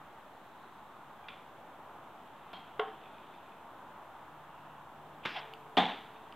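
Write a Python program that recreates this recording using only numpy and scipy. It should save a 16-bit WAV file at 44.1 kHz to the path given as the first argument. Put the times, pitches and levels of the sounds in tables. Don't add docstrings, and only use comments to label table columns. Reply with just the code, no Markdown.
import sys
import numpy as np
from scipy import signal
from scipy.fft import rfft, irfft, next_fast_len
from scipy.io import wavfile
from scipy.ndimage import uniform_filter1d

SR = 44100
rng = np.random.default_rng(int(sys.argv[2]) if len(sys.argv) > 2 else 0)


def decibels_to_gain(level_db):
    exponent = np.asarray(level_db, float) / 20
    return 10 ** exponent


def file_out(sig):
    cols = np.atleast_2d(sig).T
    lim = np.clip(cols, -1, 1)
    pcm = np.round(lim * 32767).astype(np.int16)
    wavfile.write(sys.argv[1], SR, pcm)


N = 280123

# (time [s], level [dB], rise [ms], fall [ms], barn share [dB])
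THWACK = (5.7697, -21.5, 4.0, 11.0, 2)
# (time [s], level [dB], rise [ms], fall [ms], barn share [dB])
RELEASE = (5.249, -32, 10.0, 4.0, -1.5)


def level(x, db):
    return x * decibels_to_gain(db) / np.sqrt(np.mean(x ** 2))


def curve(table, hz):
    f, value = np.transpose(table)
    return np.interp(np.log(hz + 1), np.log(f), value)


def shape(x, gain):
    n = next_fast_len(x.shape[-1])
    hz = np.arange(n // 2 + 1) * SR / n
    return irfft(rfft(x, n) * gain(hz), n)[..., :x.shape[-1]]


def bands(x, centres):
    def gain(f):
        octaves_away = np.log2((f + 1) / centres[:, None])
        return np.cos(np.pi / 2 * np.clip(octaves_away, -1, 1)) ** 2
    return shape(x, gain)


def causal(colour, size=1024):
    hz = np.arange(size + 1) * SR / (2 * size)
    cepstrum = irfft(np.log(decibels_to_gain(curve(colour, hz))))
    cepstrum[1:size] *= 2
    cepstrum[size + 1:] = 0
    return irfft(np.exp(rfft(cepstrum)))[:size]


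def walk(rate):
    k = int(SR / rate)
    steps = np.repeat(rng.standard_normal(N // k + 1), k)
    return 1.3 * uniform_filter1d(uniform_filter1d(steps, k), k)[:N]


def swell(s, db, rise, hold, fall):
    t = np.arange(N) / SR - s
    return db - 20 * np.maximum(0, np.maximum(-t / rise, (t - hold) / fall))


def nearness(s, half):
    return 1 / (1 + ((np.arange(N) / SR - s) / half) ** 2)


def add(track, s, x):
    i = int(s * SR)
    track[i:i + len(x)] += x[:N - i]


def capsules():
    # (frequency [Hz], level [dB per Hz])
    capsule_colour = [(25, -16), (45, -10), (100, -1), (140, 0), (1200, -1), (2800, -3), (3700, -8),
                      (4800, -24)]

    def gain(f):
        return decibels_to_gain(curve(capsule_colour, f)) * np.minimum(4800 / (f + 1), 1) ** 8
    return level(shape(rng.standard_normal((2, N)), gain), -66)


def hiss():
    # (frequency [Hz], level [dB per Hz])
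    hiss_colour = [(2500, -6), (5000, -2), (7000, 0), (9000, 0), (12500, 1), (15700, -1)]
    # (frequency [Hz], width [Hz], depth [0-1])
    notches = [(10000, 500, .7), (15000, 250, .7)]
    lift_db, sink_s = 2.5, .5
    since = np.arange(N) / SR - np.array([[RELEASE[0]], [THWACK[0]]])
    lift = lift_db * np.max((since > 0) * np.exp(-np.abs(since) / sink_s), axis=0)

    def gain(f):
        dips = np.prod([1 - depth / (1 + ((f - hz) / width) ** 2) for hz, width, depth in notches], axis=0)
        return decibels_to_gain(curve(hiss_colour, f)) * dips * np.minimum(f / 2500, 1) ** 2 * (f < 16000)
    mid, side = rng.standard_normal((2, N))
    both = np.array([mid + .92 * side, mid - .92 * side])
    return level(shape(both, gain), -74.5) * decibels_to_gain(lift)


def traffic():
    # (frequency [Hz], level [dB per Hz])
    drone_colour = [(15, -46), (30, -26), (45, -23), (75, -14), (160, -8), (330, -7.5), (500, -10),
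                    (620, -5), (890, 0), (1420, -8), (2330, -21), (3500, -22), (4300, -35), (6000, -55)]
    # (time nearest [s], half-length [s], level [dB], tyre pitch [Hz], width [Hz])
    passes = [(.6, .4, -76.5, 3750, 550), (2.55, .55, -69, 2800, 900), (3.3, .3, -70, 3000, 900),
              (6.2, .5, -71, 2900, 1000)]
    centres = 17.5 * 2 ** np.arange(9)
    lull_db = -1.6 * nearness(.6, .45)
    tyre_bed_db = -2
    swell_db = [lull_db + tyre_bed_db * (hz > 1700) + .8 * walk(6) for hz in centres]
    drone = shape(rng.standard_normal(N), lambda f: decibels_to_gain(curve(drone_colour, f)))
    sound = level(np.sum(decibels_to_gain(swell_db) * bands(drone, centres), axis=0), -52.6)
    for s, half, db, hz, width in passes:
        tyres = shape(rng.standard_normal(N), lambda f: 1 / (1 + ((f - hz) / width) ** 4))
        sound += level(tyres, db) * nearness(s, half)
    return sound


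def motor():
    # (time at full [s], level of the fundamental [dB], rise [s], hold [s], fall [s])
    running = (4.35, -67.5, .3, 1.4, .4)
    # (time at full [s], level [dB], rise [s], hold [s], fall [s])
    load = (5.38, -63, .15, .4, 2.5)
    hum_hz, sag_hz_per_s = 150, 1.6
    hz = hum_hz - sag_hz_per_s * (np.arange(N) / SR - running[0])
    phase = 2 * np.pi * np.cumsum(hz * (1 + .002 * walk(3))) / SR
    first_db, third_db = swell(*running), swell(*load)
    hum = decibels_to_gain(first_db) * np.sin(phase)
    hum += decibels_to_gain(first_db - 9) * np.sin(2 * phase)
    hum += decibels_to_gain(third_db) * np.sin(3 * phase)
    return np.sqrt(2) * hum


def rush(db, hz, width, order=4):
    slips = rng.standard_normal(N) * decibels_to_gain(2.5 * rng.exponential(size=N))
    return level(shape(slips, lambda f: 1 / (1 + ((f - hz) / width) ** order)), 0) * decibels_to_gain(db)


def string_and_air():
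    # (time at full [s], level [dB], rise [s], hold [s], fall [s])
    draw = (4.59, -71, .45, .19, .03)
    wind_up = (5.238, -52, .01, .013, .006)
    flight = (5.259, -59, .012, .136, .02)
    sound = rush(swell(*draw), hz=2760, width=220)
    sound += rush(swell(*wind_up), hz=2800, width=700)
    return sound + rush(swell(*flight), hz=4100, width=1500, order=10)


def barn(size=24000):
    # (frequency [Hz], time [s])
    echo_times = [(100, .42), (260, .5), (700, .48), (1500, .6), (2800, .7), (4200, .56), (7000, .6),
                  (12000, .4)]
    t = np.arange(size) / SR
    lumps_db = 17 * uniform_filter1d(rng.standard_normal(size), 90)
    centres = 60 * 2 ** np.arange(9)
    fade_db = -60 * t / curve(echo_times, centres)[:, None]
    echo = np.sum(bands(rng.standard_normal(size) * decibels_to_gain(lumps_db), centres) * decibels_to_gain(fade_db), axis=0)
    echo *= (1 - np.exp(-t / .005)) * (1 + .5 * np.exp(-t / .05))
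    return echo / np.sqrt(np.sum(echo ** 2))


def ticks(near, far):
    # (time [s], peak level [dB], pitch [Hz])
    rest_ticks = [(1.2411, -51, 2390), (3.0365, -50, 2590), (3.057, -49, 2510), (3.1433, -51, 2500),
                  (3.1827, -50, 2490), (3.2326, -54, 2410), (3.3388, -51, 2590), (3.4594, -54, 2510),
                  (3.5209, -54, 2530), (6.1619, -51, 2630)]
    # (time [s], peak level [dB], pitch [Hz], ring [ms], upper ring [dB])
    sharp_cracks = [(2.797, -25, 3100, 2.2, -30), (3.0155, -42, 900, 3, -20), (5.254, -28, 2300, 1.2, -20),
                    (5.2587, -26, 3200, 1.4, -16), (5.3605, -34, 2400, 1, -14), (5.37, -31, 2800, 1.2, -14),
                    (5.537, -27, 2900, .6, -13), (5.7696, -16, 3000, 1.5, -22),
                    (6.3245, -34, 3050, .7, -13)]
    # (time [s], peak level [dB])
    sparks = [(2.5312, -57), (5.257, -53), (5.263, -55), (5.5375, -52), (5.77, -52), (5.773, -54),
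              (5.803, -52)]
    # (frequency [Hz], level [dB per Hz])
    tick_colour = [(880, -36), (1500, -6), (1930, -15), (2970, 3), (4080, -19), (4730, -16), (6150, -33),
                   (11400, -29), (14000, -33)]
    spark_colour = [(3000, -30), (6000, -6), (9000, -3), (10000, -12), (11500, 0), (15500, -3)]
    t = np.arange(SR // 50) / SR
    click = causal(tick_colour)[:len(t)]
    click /= np.max(np.abs(click))
    contact = 1 - np.exp(-(t / .0004) ** 2)
    small = [row + (3.5, -2.5) for row in rest_ticks]
    for rows, ratio, barn_db in ((small, 1.38, -3), (sharp_cracks, 1.55, -12)):
        for s, db, hz, ring_ms, upper_db in rows:
            ring = np.sin(2 * np.pi * hz * t) + decibels_to_gain(upper_db) * np.sin(2 * np.pi * ratio * hz * t)
            ring *= np.exp(-t * 1000 / ring_ms)
            tick = decibels_to_gain(db) * (.8 * contact * ring + .2 * click)
            add(near, s, tick)
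            add(far, s, tick * decibels_to_gain(barn_db))
    for s, db in sparks:
        spark = np.convolve(rng.standard_normal(len(t)) * np.exp(-t / .001), causal(spark_colour))
        add(near, s, spark * decibels_to_gain(db) / np.max(np.abs(spark)))


def blow(near, row, colour, modes, ring_db):
    s, db, rise_ms, fall_ms, barn_db = row
    t = np.arange(SR // 2) / SR
    swing = np.minimum(t * 1000 / rise_ms, 1)
    push = swing * np.exp(-np.maximum(t * 1000 - rise_ms, 0) / fall_ms)
    cracks = push * rng.standard_normal(len(t)) * decibels_to_gain(2.5 * rng.exponential(size=len(t)))
    click = causal(colour)
    body = np.convolve(cracks[:SR // 8], click)
    ring = np.zeros(len(t))
    for hz, mode_db, t60 in modes:
        wobble = uniform_filter1d(uniform_filter1d(rng.standard_normal(len(t)), 400), 400)
        wobble_db = 2 * np.sqrt(600) * wobble
        ring += decibels_to_gain(mode_db + wobble_db - 60 * t / t60) * np.sin(2 * np.pi * hz * t)
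    energy = decibels_to_gain(db) * np.sqrt(.01 * SR)
    echo = signal.fftconvolve(click, barn()) / np.linalg.norm(click)
    add(near, s, body * energy / np.linalg.norm(body))
    add(near, s, swing * ring * decibels_to_gain(db + ring_db))
    add(near, s + .7 * rise_ms / 1000, echo * energy * decibels_to_gain(barn_db))



def shafts_clack(near):
    row = (1.2835, -45, 2.2, 5.0, -2.5)
    colour = [(400, -30), (1090, -4), (1800, -10), (2400, -1), (2900, -6), (3450, -2), (4300, -22),
              (7000, -48), (12000, -80)]
    rings = [(2400, 0, .15), (3400, -1, .15)]
    blow(near, row, colour, rings, ring_db=-10)


def nock_snaps(near):
    row = (2.531, -45, 1.4, 6.0, 1.5)
    colour = [(120, -34), (200, -4), (488, -15), (822, 0), (1360, -13), (1490, -18), (3000, -14),
              (3280, -10), (7000, -50), (9100, -80), (15400, -120)]
    rings = [(3220, 3, .45), (4250, -6, .25), (850, -1, .15)]
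    blow(near, row, colour, rings, ring_db=-9.5)


def frame_knock(near):
    knock = (2.7928, -33, 4.0, 5.0, -6.5)
    rebound = (2.87, -56, 8.0, 8.0, -9.0)
    colour = [(40, -34), (80, -20), (280, -24), (500, -12), (1100, -3), (2000, -11), (2500, -17),
              (3300, -10), (4500, -40), (9000, -60), (12000, -70)]
    rings = [(429, 1.5, .25), (438, -2.5, .3), (459, -9, .3), (583, -13, .25), (711, -2.5, .22),
             (775, -4, .45), (931, -10, .25), (1066, -10, .4), (1092, -3, .24), (1281, -10, .25),
             (1385, -11, .25), (1523, -11, .25)]
    blow(near, knock, colour, rings, ring_db=.5)
    blow(near, rebound, colour, rings, ring_db=4)


def bow_shot(near):
    slap = (5.343, -35.5, 25.0, 15.0, -4)
    release_colour = [(40, -40), (90, -20), (330, -3), (740, -14), (900, -5), (1270, -3), (2200, -4),
                      (3400, -5), (4600, -26), (6500, -34), (9000, -48), (15600, -56)]
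    slap_colour = [(300, -35), (560, -18), (700, -2), (850, -2), (1210, -13), (1900, -12), (3400, -11),
                   (4300, -30), (7000, -55), (12000, -80)]
    rings = [(845, 0, .2), (1025, -3, .2)]
    blow(near, RELEASE, release_colour, rings, ring_db=-22)
    blow(near, slap, slap_colour, rings, ring_db=-7)


def arrow_hits_board(near):
    colour = [(50, -44), (110, -27), (195, -5), (400, -10), (600, -12), (720, -2), (850, -3), (1200, -13),
              (2540, -16), (3550, -11), (4100, -24), (5200, -40), (8500, -50), (11000, -68)]
    rings = [(78, -27, .5), (197, -8, .2), (640, -3, .13), (3620, -8, .25), (268, -10, .2), (334, -12, .3),
             (430, -12, .2), (699, -2, .15), (812, 0, .25), (883, -3, .3), (1047, -6, .2), (3432, -8, .2)]
    blow(near, THWACK, colour, rings, ring_db=-5)


def scene():
    near, far = np.zeros((2, N))
    ticks(near, far)
    shafts_clack(near)
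    nock_snaps(near)
    frame_knock(near)
    bow_shot(near)
    arrow_hits_board(near)
    shots = near + signal.fftconvolve(far, barn())[:N] + string_and_air()
    return shots + traffic() + motor() + hiss() + capsules()


def roll_off(x):
    return signal.sosfilt(signal.butter(12, 15600, fs=SR, output="sos"), x)


def record(dry):
    ceiling, offset = .27, -.0006
    held = dry / (1 + np.abs(dry / ceiling) ** 6) ** (1 / 6)
    return roll_off(held + offset)


dry = scene()
out = record(dry)
file_out(out)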